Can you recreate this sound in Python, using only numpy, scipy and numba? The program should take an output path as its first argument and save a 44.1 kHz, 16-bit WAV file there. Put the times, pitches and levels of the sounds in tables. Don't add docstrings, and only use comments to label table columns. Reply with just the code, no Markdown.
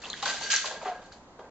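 import sys
import numpy as np
from scipy import signal
from scipy.fft import rfft, irfft
from scipy.io import wavfile
from numba import njit

SR = 44100
rng = np.random.default_rng(int(sys.argv[2]) if len(sys.argv) > 2 else 0)


def invert_db(level):
    return 10 ** (np.asarray(level, dtype=float) / 20)


def digitize_waveform(pressure):
    field = np.atleast_2d(pressure).T
    bounded = np.clip(field, -1, 1)
    quanta = np.round(bounded * 32767).astype(np.int16)
    wavfile.write(sys.argv[1], SR, quanta)


N = 66150

# f/Hz, level per Hz/dB
HUM_SPECTRUM = [(25, -5.5), (60, -1), (120, -6), (200, -0.5), (400, -3), (900, -2), (1600, -14.5),
                (2500, -24.5), (8800, -31)]
# f/Hz, level/dB
HUM_WIDTH = [(40, -21), (100, -13), (500, -16.5), (1000, -13), (2000, 2.5), (5000, 5)]
# t/s, level/dB
GROAN_LEVEL = [
    (0, -65),
    (.07, -57),
    (.3, -51),
    (.53, -54.5),
    (.6, -66),
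    (.75, -65),
    (.87, -57),
    (.95, -69),
    (1.5, -71.5),
]
# f/Hz, level per Hz/dB
GROAN_SPECTRUM = [(80, -21), (150, 0.5), (270, 1), (420, -18.5)]
# t/s, chatter level/dB, f/Hz, t60/s, first blow over chatter/dB
RAIL_KNOCKS = [(.059, -47.5, 800, 0.46, 15.5), (.227, -38, 1150, 0.089, 18), (0.261, -35, 1060, .7, 15),
               (.41, -45, 876, .15, 16), (.435, -44, 750, 0.52, 4.5), (0.536, -47, 1110, .1, 25),
               (.644, -39, 786, .6, 2), (0.643, -45, 1046, 0.09, 26), (.709, -38.5, 748, 0.44, 5),
               (0.9, -52.5, 540, .25, 9), (.683, -53, 750, .15, 9.5), (0.99, -49.5, 790, .3, 6),
               (.855, -34.5, 815, 0.45, 13.5), (.878, -43.5, 740, 0.4, 23), (0.83, -59.5, 650, 0.55, 32.5),
               (1.390, -44.5, 756, 0.49, 2), (0.74, -45, 2900, .5, -5), (.814, -41, 1025, .2, 10.5),
               (.849, -42, 1896, .5, 7), (.873, -40.5, 1880, 0.27, 8), (.533, -50.5, 880, .1, 26.5),
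               (0.29, -43, 1140, 0.22, 15.5), (.266, -46, 810, .15, 14.5), (0.34, -45.5, 820, 0.14, 6),
               (0.88, -51.5, 570, .12, 14.5), (.03, -41, 1400, 1.6, -2)]
RAIL_HZ = [400, 495, 575, 727, 844, 1040]
# t/s, level/dB, f/Hz, t60/s
SLAT_SNAPS = [(0.045, -30, 3370, 0.02), (0.055, -25, 3190, 0.01), (0.1004, -23, 4060, 0.021),
              (0.1, -28, 6880, 0.011), (0.1015, -42.5, 4050, .01), (.1313, -16.5, 3470, 0.0059),
              (0.139, -24.5, 1730, 0.013), (.176, -33.5, 3300, .01), (0.257, -24, 1532, 0.021),
              (.2665, -26, 1850, .012), (0.503, -23, 3130, .015), (.5155, -18, 4560, .012),
              (0.519, -14, 6450, .012), (.5235, -19, 6900, .01), (.523, -22, 4950, .01),
              (.5075, -20, 4850, .01), (.5405, -18, 5600, .008), (.2255, -24, 4030, .01),
              (.2545, -20, 3680, .01), (.4205, -28, 4410, .01), (.6565, -26, 3990, .01),
              (.167, -34, 1600, .012), (.551, -22, 4450, .012), (0.5385, -15, 7000, 0.01),
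              (1.016, -48, 3600, .011), (1.059, -47, 7100, .009), (1.123, -39, 4550, .015),
              (1.119, -40, 1500, .013), (1.058, -52, 3300, 0.009), (1.392, -48, 1450, 0.008)]
# t/s, level/dB, f/Hz, t60/s
SLAT_PINGS = [(.037, -33, 2690, 0.045), (.298, -28, 4000, 0.035), (.713, -46, 4000, .1),
              (.821, -45, 2550, .04), (.866, -44, 3250, .05), (.558, -29, 4480, .04),
              (.549, -26, 4430, 0.04), (.66, -38, 4000, 0.06), (.762, -50, 3410, 0.15),
              (.229, -19, 815, .06), (.856, -25, 740, .1), (.856, -31, 1200, .06), (.876, -26, 728, 0.2),
              (.913, -30, 710, .1), (.857, -28, 397, 0.14), (1.04, -61, 4380, 0.17),
              (1.392, -61, 3230, .16), (1.418, -54, 1580, 0.3), (1.393, -39, 380, 0.12),
              (1.394, -44, 900, .07), (1.438, -45, 550, .08)]
# t/s, level/dB, f/Hz, t60/s
BENT_SLAT_NUDGES = [(.2545, -18, 1540, .075), (.2665, -21, 1547, .1), (.293, -30, 1562, .05),
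                    (.304, -28, 1575, .16), (.325, -33, 1585, .08), (.364, -27, 1601, .06),
                    (.412, -30, 1590, .1), (.432, -29, 1600, .11), (.460, -27, 1588, .13),
                    (.4985, -20, 1618, .08), (.524, -25, 1611, .12), (.5345, -16, 1609, .07),
                    (.561, -23, 1591, .11), (.589, -25, 1591, .09), (.616, -32, 1600, .08),
                    (.657, -29, 1580, .05), (.676, -34, 1622, .07), (.699, -33, 1613, .16),
                    (.758, -37, 1615, .2), (.805, -44, 1610, .1), (.851, -36, 1600, .12),
                    (.912, -41, 1615, .1), (.945, -41, 1622, .2), (1.007, -47, 1601, .11),
                    (1.047, -50, 1596, .24)]
# t/s, level/dB, rise/s, t60/s, mode ring/dB
CAT_SHOVES = [(0, -52, 0.0014, .5, -17), (0.015, -44, 0.004, 1.5, -0.5), (0.039, -44, 0.0091, 0.28, -12),
              (0.148, -42.5, 0.022, 2.4, 0), (0.224, -27, 0.0014, 0.16, -3),
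              (0.252, -26, 0.0028, 0.73, 1.5), (.295, -51, .005, .5, 1.5), (0.412, -32, 0.014, 0.82, 10.5),
              (0.495, -21, 0.014, 0.5, 6), (.537, -27, 0.003, 0.4, 0), (0.653, -29.5, 0.0027, 0.3, 2),
              (.71, -45, 0.0019, 0.52, -20), (0.816, -44.5, 0.0097, 0.21, -11), (.85, -43, 0.0069, 0.36, 4),
              (1.017, -53.5, 0.0016, 0.31, -20.5), (1.058, -55, .002, 0.12, 0),
              (1.117, -48, 0.004, 0.2, -12), (1.390, -57, .002, 0.16, -10)]
# f/Hz, level per Hz/dB
TICK_SPECTRUM = [(1250, -11), (1600, -4.5), (2200, -7), (3200, -3), (4430, 0), (5400, -2), (7000, -1.5),
                 (8800, -1)]
MODE_HZ = [1555, 1612, 1612, 2954, 4000, 4434, 4560, 5156, 5720, 6300, 6840, 8000]
# level/dB, t60/s
MODE_RINGS = [(-25.5, 0.1), (-20, 0.18), (-20, 0.2), (-13, 0.087), (-14, 0.03), (-14, 0.06), (-9, 0.09),
              (-31.5, 0.11), (-11.5, 0.056), (-7, 0.037), (-18, 0.054), (-24.5, 0.05)]
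# f/Hz, level/dB
CAMERA_TOP = [(7450, 0), (7700, -7), (7900, -20), (8000, -10), (8120, -24), (8300, -15), (8780, -17),
              (8960, -30), (9200, -90)]

CONTACT_CYCLES = 0.74
LAG_S, LAG_SPREAD_S = 2.2e-5, 5e-5
MODE_JITTER = 0.0015


def table_db(hz, table):
    rows = np.array(table)
    return np.interp(np.log(np.maximum(hz, 1)), np.log(rows[:, 0]), rows[:, 1])


def colour(x, table):
    hz = np.arange(N // 2 + 1) * SR / N
    return irfft(rfft(x) * invert_db(table_db(hz, table)), N)


def unit(x):
    return x / np.sqrt(np.mean(x ** 2))


@njit
def grains(at, hz, t60, size, lag, contact):
    out = np.zeros((2, N))
    for k in range(len(at)):
        step = np.exp(2j * np.pi * hz[k] / SR - np.log(1000) / (t60[k] * SR))
        z = size[k] + 0j
        turn = np.pi * hz[k] * lag[k]
        c, s = np.cos(turn), np.sin(turn)
        closed = 1.0
        fade = np.exp(-hz[k] / (contact * SR))
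        for i in range(int(at[k] * SR), min(N, int((at[k] + 0.7 * t60[k]) * SR))):
            out[0, i] += (c * z.imag - s * z.real) * (1 - closed) ** 2
            out[1, i] += (c * z.imag + s * z.real) * (1 - closed) ** 2
            z *= step
            closed = closed * fade + 1e-18
    return out


def ports(place):
    return LAG_S + LAG_SPREAD_S * place


def hum():
    level_db, pan_db = -52.5, -0.5
    mid, side = (colour(v, HUM_SPECTRUM) for v in rng.standard_normal((2, N)))
    both = mid + colour(side, HUM_WIDTH) * np.array([[1], [-1]])
    return invert_db(level_db + pan_db * np.array([[0.5], [-0.5]])) * unit(both)


def room(x):
    t60_s, level_db = 0.3, -7.5
    t = np.arange(N) / SR
    mid, side = rng.standard_normal((2, N)) * invert_db(-60 * t / t60_s) * (t > 0.003)
    side = signal.sosfilt(signal.butter(2, 3000, "high", fs=SR, output="sos"), side)
    tail = np.array([mid + side, mid - side]) / np.sqrt(np.sum(mid ** 2))
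    return invert_db(level_db) * signal.fftconvolve(x.mean(0)[None], tail)[:, :N]


def groan():
    t, db = np.array(GROAN_LEVEL).T
    rumble = unit(colour(rng.standard_normal(N), GROAN_SPECTRUM))
    return rumble * invert_db(np.interp(np.arange(N) / SR, t, db))


def rail():
    blow_cycles, chatter_cycles = 17, 17.36
    chatters, spread, scatter_db, tilt_db = 400, 0.596, 1.8, -1
    ring_db, ring_t60_s = -17, 0.07
    start, db, pitch_hz, t60, blow = np.array(RAIL_KNOCKS).T.copy()
    out = grains(start, pitch_hz, blow_cycles / pitch_hz, invert_db(db + blow), ports(0 * db), CONTACT_CYCLES)
    for start, db, pitch_hz, t60, blow in RAIL_KNOCKS:
        when, luck, pick = rng.random((chatters, 3)).T
        detune, place = rng.standard_normal((chatters, 2)).T.clip(-2, 2)
        dt = when ** 1.3 * 0.6 * t60
        hz = pitch_hz * np.exp(spread * detune * np.where(detune < 0, 0.55, 1))
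        size = invert_db(db - 60 * dt / t60 - scatter_db * np.log(luck))
        out = out + grains(start + dt, hz, chatter_cycles / hz, size * invert_db(tilt_db * abs(detune)),
                           ports(0.5 * place), CONTACT_CYCLES)
        mode = (pick * len(RAIL_HZ)).astype(int)
        hz = np.array(RAIL_HZ)[mode] * (1 + 3 * MODE_JITTER * detune)
        out = out + grains(start + dt, hz, ring_t60_s + 0 * hz, 0.72 * size * invert_db(ring_db),
                           ports(0 * hz), CONTACT_CYCLES)
    return out


def snaps():
    parts, spread, longest_s = 3, 0.08, 0.018
    at, db, hz, t60 = np.repeat(np.array(SLAT_SNAPS), parts, axis=0).T.copy()
    away = np.tile(np.linspace(-1, 1, parts), len(SLAT_SNAPS))
    late = 0.0008 * rng.random(len(at))
    return grains(at + late, hz * (1 + spread * away), np.minimum(t60, longest_s),
                  invert_db(db - 1.5 - 4.1 * abs(away)), ports(0.61 * away), CONTACT_CYCLES)


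def pings():
    at, db, hz, t60 = np.array(SLAT_PINGS).T.copy()
    return grains(at, hz, t60, invert_db(db), ports(0.2 + 0 * at), 3 * CONTACT_CYCLES)


def nudges():
    at, db, hz, t60 = np.array(BENT_SLAT_NUDGES).T.copy()
    return grains(at, hz, t60, invert_db(db), ports(0.25 + 0 * at), 4.66)


def shove(at, start, db, rise, t60):
    dt = np.maximum(at - start, 0)
    fade = invert_db(-60 * np.maximum(dt - rise, 0) / t60)
    return invert_db(db) * np.minimum(dt / rise, 1) * fade


def slats():
    ticks, tick_cycles, scatter_db, ring_db = 14000, 13.74, 2.0, 2
    when, pitch, luck = rng.random((ticks, 3)).T
    place = rng.standard_normal(ticks)
    at = when * N / SR
    hz = 1250 * (8800 / 1250) ** pitch
    size = invert_db(-scatter_db * np.log(luck))
    stir = np.sqrt(sum(shove(at, *row[:4]) ** 2 for row in CAT_SHOVES))
    ring = np.sqrt(sum(shove(at, *row[:4]) ** 2 * invert_db(2 * row[4]) for row in CAT_SHOVES))
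    tick_size = 1.12 * size * stir * invert_db(table_db(hz, TICK_SPECTRUM)) * np.sqrt(hz / 3000)
    out = grains(at, hz, tick_cycles / hz, tick_size, ports(place), CONTACT_CYCLES)
    mode = rng.integers(len(MODE_HZ), size=ticks)
    db, t60 = np.array(MODE_RINGS)[mode].T.copy()
    mode_hz = np.array(MODE_HZ)[mode] * (1 + MODE_JITTER * place)
    mode_size = size * ring * invert_db(db + ring_db) * 0.089
    return out + grains(at, mode_hz, t60, mode_size, ports(0.5 * place), CONTACT_CYCLES)


def scene():
    thin = signal.butter(3, 328, "high", fs=SR, output="sos")
    blind = signal.sosfilt(thin, rail() + snaps() + pings() + nudges() + slats())
    return hum() + groan() + room(blind) + blind


def low_pass(x):
    return signal.sosfilt(signal.butter(12, 8960, fs=SR, output="sos"), x)


def record(dry):
    notch_hz, width_hz = 5430, 260
    x = signal.lfilter(*signal.iirnotch(notch_hz, notch_hz / width_hz, fs=SR), dry)
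    fade_out = np.minimum(np.arange(N, 0, -1) / 200, 1)
    mix = colour(x * fade_out, CAMERA_TOP)
    return low_pass(mix)


dry = scene()
out = record(dry)
digitize_waveform(out)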